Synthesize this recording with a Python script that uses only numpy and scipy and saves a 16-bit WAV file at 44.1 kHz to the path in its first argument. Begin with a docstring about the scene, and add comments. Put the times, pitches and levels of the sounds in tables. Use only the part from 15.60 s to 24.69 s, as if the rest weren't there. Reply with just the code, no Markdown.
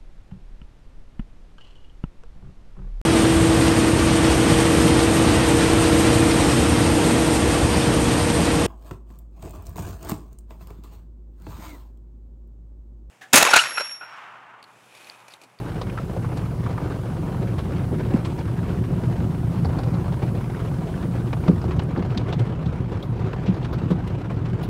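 """An automatic car wash, heard from the driver's seat.
From the start machinery hums, dragging cloth drives the body panels into resonance, foam patters
and drips, nozzles hiss, and wet strips slap the glass. From 2.3 s on, heavy strips now and then thump
a sheet-metal panel, exciting its damped modes. At 5.9 s the valve closes: the hiss decays to a faint
mist and the water slowly thins, while the slaps and thumps go on until the end, at 9 s."""
import sys
import numpy as np
from scipy import signal
from scipy.fft import rfft, irfft, next_fast_len
from scipy.io import wavfile
from scipy.ndimage import uniform_filter1d, map_coordinates

SR = 44100
rng = np.random.default_rng(int(sys.argv[2]) if len(sys.argv) > 2 else 0)


def materialize(psi):
    """Save the field psi as 16-bit PCM at rate SR to the path in sys.argv[1].

    A 1-D psi becomes a single channel; in a 2-D psi each row is a channel.
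    """
    bounded = np.clip(np.atleast_2d(psi).T, -1, 1)
    quanta = np.round(bounded * 32767).astype(np.int16)
    wavfile.write(sys.argv[1], SR, quanta)


N = 400869
TIME = np.arange(N) / SR
VALVE_SHUT_S = 5.9


def amp(db):
    """Amplitude ratio of a level in decibels."""
    return 10 ** (np.asarray(db) / 20)

def unit(x):
    """Normalisation to rms 1."""
    return x / np.sqrt(np.mean(x ** 2) + 1e-20)

def noise(length=N):
    """Gaussian white noise."""
    return rng.standard_normal(length)

def since(start):
    """Seconds elapsed after start, zero before it."""
    return np.maximum(TIME - start, 0)

def wobble(rate):
    """Slow random modulation: a spline through rate knots a second."""
    return map_coordinates(noise(4096), [TIME * rate], mode="wrap")

def add(track, start, sound):
    """Superposition of a sound on the track from start [s]."""
    part = track[max(round(start * SR), 0):][:len(sound)]
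    part += sound[:len(part)]

def burst(envelope, x):
    """Amplitude modulation of x, scaled to the energy of the envelope."""
    return unit(envelope * x) * np.sqrt(np.mean(envelope ** 2))

def filtered(x, response):
    """Linear filtering: the spectrum of x times a frequency response."""
    size = next_fast_len(N + SR // 2)
    return irfft(rfft(x, size) * response(np.fft.rfftfreq(size, 1 / SR)), size)[:N]

def coloured(x, spectrum):
    """Spectral shaping by (frequency [Hz], level [dB]) points, at rms 1."""
    f, db = np.transpose(spectrum)
    return unit(filtered(x, lambda hz: amp(np.interp(np.log(hz + 1), np.log(f), db))))

def patchy(x, depth_db, bins, frames):
    """Spectral modulation: random gain in patches of bins (86 Hz each) by frames (6 ms each)."""
    spectra = signal.stft(x, nperseg=512)[2]
    field = uniform_filter1d(rng.standard_normal(spectra.shape), bins, axis=0)
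    field = uniform_filter1d(field, frames, axis=1)
    return unit(signal.istft(spectra * amp(depth_db * unit(field)), nperseg=512)[1][:N])

def resonance(f, hz, width_hz):
    """Complex response of a damped harmonic oscillator."""
    return 1j * f * width_hz / (hz * hz - f * f + 1j * f * width_hz)

def pocket(x, hz, q):
    """Resonant filtering, as by a pocket of trapped air with quality factor q, at rms 1."""
    ring = resonance(np.fft.rfftfreq(len(x), 1 / SR), hz, hz / q)
    return unit(irfft(rfft(x) * ring * (ring + 1), len(x)))

def splats(rate, spread_db, t60, steady):
    """Shot noise: the powers of random decaying impacts, rate a second, add to a steady share."""
    onset, chance = rng.random((2, 20000))
    size = np.minimum(noise(len(onset)), 2)
    hit = chance < rate * N / SR / len(chance)
    energy = np.bincount((onset[hit] * N).astype(int), amp(spread_db * size[hit]) ** 2, N)
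    decay = amp(-60 * TIME[:SR // 8] / t60)
    power = np.abs(signal.fftconvolve(energy, decay ** 2)[:N])
    return noise() * np.sqrt(power / power.mean() + steady)


# Machine tones: (frequency [Hz], mean rms level [dB], frequency deviation [Hz])
MACHINE_TONES = [(47.4, -41, 1.04), (116.4, -33, 3.935)]

def machinery():
    """Forced vibration: motors and pumps drone through the body, wavering under load."""
    hum = np.zeros(N)
    for hz, db, waver_hz in MACHINE_TONES:
        phase = 2 * np.pi * np.cumsum(hz + waver_hz * wobble(12)) / SR
        hum += amp(db + 1.7 * wobble(7.7)) * np.sqrt(2) * np.sin(phase)
    return hum


# Nozzle hiss spectrum: (frequency [Hz], relative level [dB])
HISS_SPECTRUM = [(1500, -25), (3000, 4), (5500, 3), (7200, 1.5), (8900, 4), (10500, 2), (12000, -0.5),
                 (15500, -2.5)]

def nozzles(spray_db=-57, fall_db_per_s=22, mist_db=-74):
    """Broadband spray noise decays exponentially once the valve closes; a faint mist spits throughout."""
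    spray = patchy(coloured(noise(), HISS_SPECTRUM), depth_db=1.0, bins=14, frames=24)
    spits = splats(rate=35, spread_db=-1.0, t60=0.18, steady=0.6)
    mist = patchy(coloured(spits, HISS_SPECTRUM), depth_db=-2.5, bins=24, frames=12)
    level_db = spray_db - fall_db_per_s * since(VALVE_SHUT_S) + 0.12 * wobble(2.2)
    return amp(level_db) * spray + amp(mist_db) * mist


def plops(rate, low_hz, high_hz, cycles, spread_db):
    """Cavity resonance: each drop rings at its own pitch, which rises as the cavity closes."""
    onset, chance, pitch, size, life = rng.random((5, 6000, 1))
    hit = chance[:, 0] < rate * N / SR / len(chance)
    hz = low_hz * (high_hz / low_hz) ** pitch[hit]
    t = TIME[:SR // 30]
    age = t * hz / (cycles * (0.5 + life[hit]))
    gain = amp(spread_db * np.minimum(-np.log(size[hit]), 3))
    ring = gain * np.sqrt(age) * np.exp(-2 * age) * np.sin(2 * np.pi * hz * t * (1 + 0.03 * age))
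    samples = (onset[hit] * N).astype(int) + np.arange(len(t))
    return unit(np.bincount(samples.ravel(), ring.ravel(), N)[:N])

# Spectra of the dull pat and the wet tick: (frequency [Hz], relative level [dB])
PATTER_SPECTRUM = [(150, -68), (260, 0.5), (400, 0.5), (550, -3), (630, -8), (740, -7), (850, -10.5),
                   (960, -8), (1060, -12), (1150, -11.5), (1450, -16.5), (1900, -30), (3000, -29),
                   (6000, -66)]
SPLATTER_SPECTRUM = [(700, -48), (1500, 7), (2200, 5), (3100, -3.5), (4200, -2.5), (5500, -7), (8000, -13),
                     (12000, -23), (16000, -36)]

def water(drag_db, patter_db=-35, splatter_db=-53.5, drain_db_per_s=0.5):
    """Impact noise: each blob of foam lands with a pat and a tick; small drops fall between them."""
    blobs = splats(rate=120, spread_db=2.54, t60=0.086, steady=0.46)
    blobs = patchy(blobs, depth_db=1.83, bins=5, frames=7)
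    big_drops = plops(rate=220, low_hz=600, high_hz=2200, cycles=6, spread_db=2.5)
    fine_drops = plops(rate=220, low_hz=1400, high_hz=5500, cycles=12, spread_db=3)
    patter = 0.86 * coloured(blobs, PATTER_SPECTRUM) + 0.22 * coloured(big_drops, PATTER_SPECTRUM)
    splatter = 0.89 * coloured(blobs, SPLATTER_SPECTRUM) + 0.21 * coloured(fine_drops, SPLATTER_SPECTRUM)
    fling_db = 0.076 * (drag_db - drag_db.mean())  # harder drag throws more water
    sway_db = 0.97 * wobble(14)  # swinging strips fling it in clumps
    flow_db = fling_db + sway_db - drain_db_per_s * since(VALVE_SHUT_S)
    return amp(flow_db) * (amp(patter_db) * patter + amp(splatter_db) * splatter)


# Fat drops on the car: (time [s], level [dB], frequency [Hz])
FAT_DROPS = [(0.215, -40, 3900), (0.297, -38.5, 2400), (0.375, -29, 1230), (0.384, -27.5, 1290),
             (0.565, -25, 510), (1.063, -28.5, 1180), (1.177, -28.5, 1090), (4.055, -41.5, 4500),
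             (5.34, -37.5, 1580), (6.014, -50, 5000), (6.234, -52, 9200), (6.576, -34, 3700),
             (7.426, -38.5, 3580), (8.133, -54, 12500)]

def drips(rise_s=0.0025):
    """Transient excitation: a fat drop bursts and briefly rings the air that it traps."""
    track = np.zeros(N)
    age = TIME[:SR // 20] / rise_s
    envelope = age * np.exp(1 - age)
    for start, db, hz in FAT_DROPS:
        splat = pocket(noise(len(age)), hz, q=0.62)
        plink = pocket(splat, hz, q=4.6)
        add(track, start, amp(db) * burst(envelope, plink))
    return track


# Strength of the cloth's drag over the car: (time [s], level [dB])
DRAG_LEVELS = [(0.0, -33.5), (0.3, -30), (1.39, -28), (1.62, -26.5), (2.66, -25), (2.83, -26), (4.43, -24),
               (5.16, -28), (5.72, -25.5), (5.97, -24.5), (7.1, -27), (7.8, -27.5), (8.13, -24.5),
               (8.65, -28.5), (9.09, -28.5)]

def cloth_drag():
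    """Envelope of the frictional excitation, in dB at each sample."""
    return np.interp(TIME, *np.transpose(DRAG_LEVELS))

# Modes of the panels and cabin air: (frequency [Hz], bandwidth [Hz], relative level [dB])
BODY_MODES = [(67, 25, -11.5), (100.5, 30.8, -1.5), (120.8, 34.3, 0), (167.2, 35.8, -1), (275, 83, -10.5),
              (308, 33.4, -7.5), (369.3, 12.1, -9)]
# Shudder of the whole car: (frequency [Hz], relative level [dB])
SHUDDER_SPECTRUM = [(10, -22), (22, -3), (38, 4), (60, -8), (120, -51)]

def body(drag_db, drum_gain_db=1.5, shudder_gain_db=-24):
    """Modal response: dragging cloth drums the panels at their resonances; the car shudders beneath."""
    def panels(f):
        return sum((-1) ** k * amp(db) * resonance(f, hz, width)
                   for k, (hz, width, db) in enumerate(BODY_MODES))
    impacts = splats(rate=80, spread_db=3.0, t60=0.026, steady=1.0)
    soft_contact = [(20, -17), (60, 1.5), (380, -9.5), (900, -30), (3000, -50)]
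    drumming = coloured(filtered(impacts, panels), soft_contact)
    shudder = coloured(noise(), SHUDDER_SPECTRUM)
    return amp(drag_db + drum_gain_db) * drumming + amp(drag_db + shudder_gain_db) * shudder


def light_slaps(count, spread_db=2):
    """Random impacts: loose strip ends flick the glass; rows as in STRONG_SLAPS."""
    when, strength = rng.random((count, 2)).T
    times = (np.arange(count) + when) / count * N / SR
    offsets_db = spread_db * (2 * strength - 1)
    return [(start, db - 57.5, 900, db - 42, 3300, db - 63, 0.01) for start, db in zip(times, offsets_db)]

# Spectra of cloth, droplets and foam: (frequency [Hz], relative level [dB])
SMACK_SPECTRUM = [(200, -31), (550, 15.5), (1050, 6.5), (1500, 4.5), (2300, 1.5), (5000, -41)]
SPLASH_SPECTRUM = [(800, -25), (1900, 19), (3300, 6.5), (4300, 6), (5600, 7), (8000, -1), (14000, -26)]
FIZZ_SPECTRUM = [(4000, -29), (7500, 2.5), (11000, -7), (16000, -13)]
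# Strips hitting the glass: (time [s], smack level [dB], smack frequency [Hz], splash level [dB],
# splash frequency [Hz], fizz level [dB], 60 dB decay time [s])
STRONG_SLAPS = [(0.2135, -24.5, 930, -34.5, 3800, -51, 0.055), (0.642, -30.5, 1100, -44, 2400, -66, 0.11),
                (0.7706, -33, 1000, -40.5, 4170, -44, 0.065), (1.683, -31, 800, -47, 3000, -62, 0.054),
                (1.745, -24, 750, -50, 3000, -62, 0.03), (1.98, -29, 900, -37, 3400, -49, 0.11),
                (2.318, -34, 900, -55, 2400, -68, 0.085), (2.536, -35, 1200, -36, 2600, -48, 0.058),
                (2.649, -30, 1010, -33.5, 3340, -49, 0.093), (2.788, -31, 900, -42, 4500, -59, 0.041),
                (3.093, -35, 1000, -46, 3000, -65, .04), (3.238, -36, 1100, -41, 2600, -63, 0.037),
                (4.0455, -22.5, 810, -41, 4350, -49, 0.063), (4.185, -26, 960, -39.5, 4000, -49, 0.082),
                (4.233, -30, 700, -40, 4000, -61, 0.054), (4.339, -30, 900, -41.5, 3880, -64, 0.053),
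                (4.522, -28.5, 745, -41, 3500, -61, 0.04), (4.619, -28, 720, -41, 2700, -71, .09),
                (4.899, -28, 900, -42, 2500, -67, 0.034), (4.946, -31.5, 1400, -44, 2900, -67, .04),
                (5.729, -23.5, 1050, -31, 2650, -65, 0.054), (5.836, -32, 900, -40, 2900, -63, 0.044),
                (5.878, -20.5, 940, -33, 3300, -51.5, 0.055), (6.041, -21.5, 750, -42, 4300, -65, 0.022),
                (6.107, -30, 1290, -37.5, 3100, -69, .08), (6.1935, -24, 1090, -30, 3150, -68, 0.041),
                (6.36, -27, 1140, -43, 3200, -71, .05), (6.375, -24, 850, -44, 4200, -73, 0.05),
                (6.423, -29, 1000, -38, 3000, -68, 0.049), (6.504, -39, 1000, -39, 2900, -68, .06),
                (6.5747, -34, 800, -24.5, 4000, -62, 0.031), (6.725, -24, 930, -30.5, 3540, -51, 0.076),
                (6.792, -32, 800, -35, 3200, -49, 0.06), (7.057, -35, 900, -40, 3600, -66, 0.073),
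                (7.425, -57, 900, -52, 3750, -50, 0.16), (7.731, -25.5, 1140, -34, 2850, -59, 0.037),
                (7.858, -40, 905, -37, 3100, -69, 0.19), (7.938, -34, 900, -47, 4130, -58, .08),
                (8.027, -36, 850, -42, 3300, -63, 0.1), (8.046, -31, 1300, -36, 3330, -62, 0.06),
                (8.126, -29, 1140, -40.5, 3800, -58, 0.11), (8.182, -36, 900, -43.5, 3300, -60, 0.096),
                (8.303, -28.5, 1100, -39, 3500, -50, 0.12), (8.474, -41, 900, -37.5, 3120, -50, 0.053),
                (8.696, -29, 940, -40, 2600, -56.5, 0.15), (8.854, -33, 900, -39, 3220, -73, 0.064),
                (9.028, -32, 774, -39, 3340, -46, 0.12)]

def slaps(lead_s=0.05, attack_share=0.031, swish_db=-17, swish_share=0.7, flap_hz=415, flap_db=-2.5):
    """Air-pocket resonance: a wet strip swishes in, pops on the glass and squeezes out droplets."""
    smack, splash, fizz = np.zeros((3, N))
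    t = TIME[:SR // 4] - lead_s
    cloth = coloured(noise(), SMACK_SPECTRUM)
    droplets = coloured(splats(rate=2500, spread_db=3.0, t60=0.0013, steady=0.78), SPLASH_SPECTRUM)
    for hit_s, smack_db, smack_hz, splash_db, splash_hz, fizz_db, t60 in STRONG_SLAPS + light_slaps(7):
        age = t / t60
        landed = np.maximum(age, 0)
        contact = amp(-60 * landed) * (1 - np.exp(-landed / attack_share))  # longer wipes land softer
        swish = amp(swish_db - 60 * np.abs(age) / swish_share)  # the strip brushes before it lands
        wet = np.maximum(contact, swish)
        splash_q = (splash_hz / 2400) ** 2  # small, high-pitched pockets ring the most cleanly
        stretch = rng.integers(N - len(t)) + np.arange(len(t))
        pop = pocket(cloth[stretch], smack_hz, q=1.5)
        flap = pocket(pocket(noise(len(t)), flap_hz, q=1.5), flap_hz, q=1.5)  # the glass gives
        squirt = pocket(droplets[stretch], splash_hz, splash_q)
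        start = hit_s - lead_s
        add(smack, start, amp(smack_db) * (burst(contact, pop) + amp(flap_db) * burst(contact, flap)))
        add(splash, start, amp(splash_db) * burst(wet, squirt))
        add(fizz, start, amp(fizz_db) * wet)
    foam = patchy(coloured(noise(), FIZZ_SPECTRUM), depth_db=5.5, bins=24, frames=8)
    return smack + splash + fizz * foam


# Hollow modes of a struck panel: (frequency [Hz], relative level [dB], 60 dB decay time [s])
KNOCK_MODES = [(260, 2.5, 0.12), (335, 2, 0.096), (399, -0.5, 0.094), (489, -3.5, 0.098), (604, -7, 0.05)]
# Heavy blows on a panel: (time [s], boom level [dB], settled frequency [Hz], initial frequency [Hz],
# rise time [s], knock level [dB])
PANEL_BLOWS = [(2.318, -22, 149, 384, 0.019, -20), (2.5405, -7.5, 169, 454, 0.0066, -27.5),
               (4.049, -18, 84.5, 200, 0.023, -34), (5.8856, -4, 171, 242, 0.012, -13.5),
               (6.036, -22, 74.5, 74, 0.071, -22), (6.374, -23, 122, 380, 0.0098, -17.5),
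               (6.79, -17, 120, 122, 0.027, -27), (7.879, -9, 179, 178, 0.017, -24),
               (8.305, -9.5, 165, 259, 0.013, -16.5)]

def thumps(settle_s=0.0039, rise_share=0.2, scatter_db=1.1):
    """Damped vibration: a heavy strip sets a panel knocking and booming, then damps it by lying on it."""
    track = np.zeros(N)
    t = TIME[:SR // 4]
    for start, boom_db, hz, first_hz, rise_s, knock_db in PANEL_BLOWS:
        age = t / rise_s
        pitch = hz + (first_hz - hz) * np.exp(-t / settle_s)  # dispersion: high bending waves come first
        boom = age * np.exp((1 - age ** 2) / 2) * np.sin(2 * np.pi * np.cumsum(pitch) / SR)
        knock = sum(amp(db + scatter_db * rng.normal() - 60 * t / t60) * np.sin(2 * np.pi * mode_hz * t)
                    for mode_hz, db, t60 in KNOCK_MODES)
        attack = 1 - np.exp(-age / rise_share)
        add(track, start, amp(boom_db) * boom + amp(knock_db) * knock * attack)
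    return track


def scene():
    """Superposition of all sources inside the closed cabin."""
    drag_db = cloth_drag()
    return (machinery() + body(drag_db) + water(drag_db) + nozzles() + slaps() + drips() + thumps())[None]

def record(dry):
    """Band limiting: an ideal low-pass filter cuts off at 15.7 kHz."""
    return filtered(dry[0], lambda hz: hz < 15700)[None]


dry = scene()
out = record(dry)
materialize(out)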